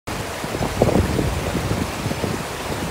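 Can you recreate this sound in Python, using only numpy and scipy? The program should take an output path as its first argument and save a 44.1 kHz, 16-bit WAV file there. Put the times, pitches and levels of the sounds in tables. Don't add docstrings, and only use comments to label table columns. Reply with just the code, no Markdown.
import sys
import numpy as np
from scipy import signal
from scipy.fft import rfft, irfft
from scipy.io import wavfile
from scipy.ndimage import uniform_filter1d

SR = 44100
rng = np.random.default_rng(int(sys.argv[2]) if len(sys.argv) > 2 else 0)


def boost_factor(decibels):
    exponent = np.asarray(decibels, float) / 20
    return 10 ** exponent


def master(y):
    cut = np.clip(np.atleast_2d(y).T, -1, 1)
    pcm = np.round(cut * 32767)
    wavfile.write(sys.argv[1], SR, pcm.astype(np.int16))


N = 127890


def evened(x):
    return x / np.sqrt(np.mean(x ** 2) + 1e-20)


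def read(points, hz):
    f, level_db = np.transpose(points)
    return np.interp(np.log(hz + 1), np.log(f + 1), level_db)


def coloured(x, points):
    hz = np.fft.rfftfreq(len(x), 1 / SR)
    return irfft(rfft(x) * boost_factor(read(points, hz)), len(x))


def wander(rate_hz):
    hz = np.fft.rfftfreq(N, 1 / SR)
    slow = (hz > 0) / (1 + (hz / rate_hz) ** 4)
    return evened(irfft(rfft(rng.standard_normal(N)) * slow, N))


def scattered(per_s, spread_db, shapes):
    size = boost_factor(spread_db * np.minimum(rng.exponential(1, N), 5))
    size = size * (rng.random(N) < per_s / SR) * rng.choice([-1., 1.], N)
    which = rng.integers(0, len(shapes), N)
    layers = [signal.oaconvolve(size * (which == k), shape, "same") for k, shape in enumerate(shapes)]
    return evened(sum(layers))


def flecks():
    # (middle [s], low edge [Hz], high edge [Hz], level [dB])
    fleck_table = [
        (.604, 4580, 6500, -44),
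        (1.579, 8100, 9900, -51),
        (1.602, 4100, 5230, -50),
        (2.067, 14400, 15700, -61),
        (2.09, 4600, 5900, -48),
        (2.16, 5160, 6500, -48),
        (2.16, 12300, 14700, -56),
        (2.763, 6700, 8500, -49),
        (2.763, 13000, 14700, -57),
        (2.81, 11000, 14000, -49),
    ]
    length_s = .044
    t, hz, out = np.arange(N) / SR, np.fft.rfftfreq(N, 1 / SR), np.zeros(N)
    noise = rfft(rng.standard_normal(N))
    for s, low_hz, high_hz, db in fleck_table:
        band = evened(irfft(noise * (hz > low_hz) * (hz < high_hz), N))
        fade = np.cos(np.pi * np.clip((t - s) / length_s, -.5, .5))
        out += boost_factor(db) * band * fade
    return np.array([out, -out])


def gust_db():
    # (time [s], level [dB])
    gust_table = [(0.08, -32), (0.12, -29.5), (0.35, -41.5), (0.64, -25), (0.75, -34.5), (0.82, -22.5),
                  (0.92, -27), (0.97, -25), (1.23, -24.5), (1.27, -28), (1.39, -28.5), (1.81, -25.5),
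                  (1.98, -35.5), (2.07, -26), (2.2, -40), (2.24, -26), (2.49, -37.5), (2.9, -27)]
    return np.interp(np.arange(N) / SR, *np.transpose(gust_table))


def eddy(hz, phase):
    turns, sag, tail = .9, .4, 1.3
    u = np.arange(-2000, 2001) / SR * hz / turns
    bend = sag * (np.sqrt(1 + u ** 2) - 1)
    swing = np.cos(2 * np.pi * turns * (u - bend) + phase)
    return swing * np.exp(-.5 * (u / np.where(u > 0, tail, 1)) ** 2)


def rumble():
    # (frequency [Hz], level [dB per Hz])
    rumble_colour = [(20, -43), (45, 0), (75, -2), (130, -3.5), (250, -10.5), (500, -15), (900, -32),
                     (2000, -57)]
    lumpy_db, eddies_per_s, eddy_db, spread_db = 0.5, 110, -6, 2.5
    follow = 1.15
    gust = gust_db()
    low = evened(coloured(rng.standard_normal(N), rumble_colour)) * boost_factor(gust + lumpy_db * wander(16))
    shapes = [eddy(f, rng.uniform(0, 2 * np.pi)) for f in np.geomspace(111, 543, num=16)]
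    small = scattered(eddies_per_s, spread_db, shapes)
    small_db = eddy_db + gust.mean() + follow * (gust - gust.mean())
    return low + small * boost_factor(small_db)


def thumps():
    # (middle [s], peak level [dB],
    # pitch [Hz])
    thump_table = [(0.442, -19, 272), (0.549, -14.5, 430), (0.627, -12, 573), (0.655, -18.5, 340),
                   (0.655, -14, 790), (1.273, -14.5, 83), (1.284, -21, 254), (1.468, -17, 546),
                   (1.557, -15, 205), (1.569, -14.5, 399), (1.713, -14, 340), (1.714, -19, 164),
                   (1.819, -15, 254), (2.059, -20, 315), (2.06, -18.4, 149), (2.112, -14, 238),
                   (2.117, -16, 546), (2.24, -13.5, 475), (2.243, -18.5, 234), (2.255, -23, 440),
                   (2.268, -24, 254), (2.344, -17.5, 319), (2.725, -18.9, 423),
                   (.81, -14, 630), (.829, -16.5, 166), (.816, -30, 746), (.821, -2.5, 527), (0.824, -9.5, 230),
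              (.828, -12, 589), (.834, -21, 506), (.866, -18, 500), (0.872, -16, 187), (.874, -15, 458),
              (0.884, -21, 520), (.889, -9.5, 554), (0.895, -9, 540), (.9, -21, 506), (0.924, -10, 450),
              (0.927, -19, 293), (.948, -17, 589), (.954, -9.5, 625), (0.957, -10.5, 212), (.959, -13, 468),
              (0.974, -15, 217), (.98, -14, 296), (.988, -9.5, 402), (0.991, -13, 127), (1.086, -23, 173),
              (1.155, -19, 149), (1.166, -18.5, 335), (1.189, -14.5, 480), (1.193, -14, 497),
              (1.218, -15.5, 296),
                   (.12, -27, 90), (.3, -29, 90), (.62, -23, 110), (0.719, -23.5, 82), (1.0, -15, 103),
              (1.131, -19.5, 90), (1.191, -12, 300), (1.247, -20, 138), (1.33, -20, 93), (1.368, -19.5, 92),
              (1.97, -23, 280), (2.179, -23.5, 124), (2.31, -20.5, 143), (2.409, -21.5, 158),
              (2.851, -24, 173), (1.112, -19, 240), (2.7, -23.5, 170), (2.722, -22.5, 240),
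              (.445, -27, 145), (1.84, -26, 130), (1.65, -25, 180), (.085, -23.5, 420), (.2, -26, 144),
              (2, -22, 197), (1.48, -23, 117), (1.175, -21, 130), (2.83, -20.5, 255), (1.4, -26, 130),
              (2.26, -22, 520)]
    puff_db, puff_s = -15, .009
    rows = thump_table
    out, t = np.zeros(N), np.arange(-2000, 2001) / SR
    phases = rng.uniform(0, 2 * np.pi, (len(rows), 1))
    noise = rng.standard_normal((len(rows), len(t)))
    for (s, db, hz), phase, hiss in zip(rows, phases, noise):
        puff_colour = [(30, -30), (.6 * hz, 0), (1.3 * hz, -5), (2.5 * hz, -30), (4000, -60)]
        puff = evened(coloured(hiss, puff_colour)) * np.exp(-abs(t) / puff_s)
        at = round(s * SR) - 2000
        out[at:at + len(t)] += boost_factor(db) * (eddy(hz, phase) + boost_factor(puff_db) * puff)
    return out


def wash():
    patchy_db = 1.1
    z = signal.stft(rng.standard_normal(N), SR, nperseg=512)[2]
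    patches = uniform_filter1d(rng.standard_normal(z.shape), size=6, axis=0)
    patches = uniform_filter1d(patches, size=10, axis=1)
    return evened(signal.istft(z * boost_factor(patchy_db * evened(patches)), SR, nperseg=512)[1][:N])


def bubbles():
    per_s, spread_db, turns = 3000, 2.6, 8.
    rings = []
    for f in np.geomspace(300, 15000, num=30):
        u = np.arange(1500) / SR * f / turns
        ring = u * np.exp(-3 * u) * np.sin(2 * np.pi * turns * u * (1 + 0.075 * u))
        rings.append(np.sqrt(f) * evened(ring))
    return scattered(per_s, spread_db, rings)


def rapids():
    # (frequency [Hz], level [dB per Hz])
    water_colour = [(60, -16.5), (500, -4.5), (1000, -7.5), (1500, -12), (2500, -13.5), (3100, -18),
                    (9500, -25), (12500, -31.5)]
    water_db, swell_db, flicker_db, bubble_db = -28.5, .15, .5, -8
    white = wash() + boost_factor(bubble_db) * bubbles()
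    level_db = water_db + swell_db * wander(1.3) + flicker_db * wander(40)
    return boost_factor(level_db) * evened(coloured(white, water_colour))


def scene():
    return np.tile(rumble() + thumps() + rapids(), (2, 1))


def roll_off(x):
    return signal.sosfilt(signal.butter(12, 16540, fs=SR, output="sos"), x)


def record(dry):
    low_cut_hz, start_s, top_hz = 40, .0725, 15730
    bass_cut = signal.butter(N=2, Wn=low_cut_hz, btype="high", fs=SR, output="sos")
    heard = signal.sosfilt(bass_cut, dry)
    mix = heard * (np.arange(N) > start_s * SR) + flecks()
    top_cut = signal.firwin(1601, top_hz, window=("kaiser", 9), fs=SR)
    mix = signal.oaconvolve(mix, top_cut[None], "same")
    return roll_off(mix)


dry = scene()
out = record(dry)
master(out)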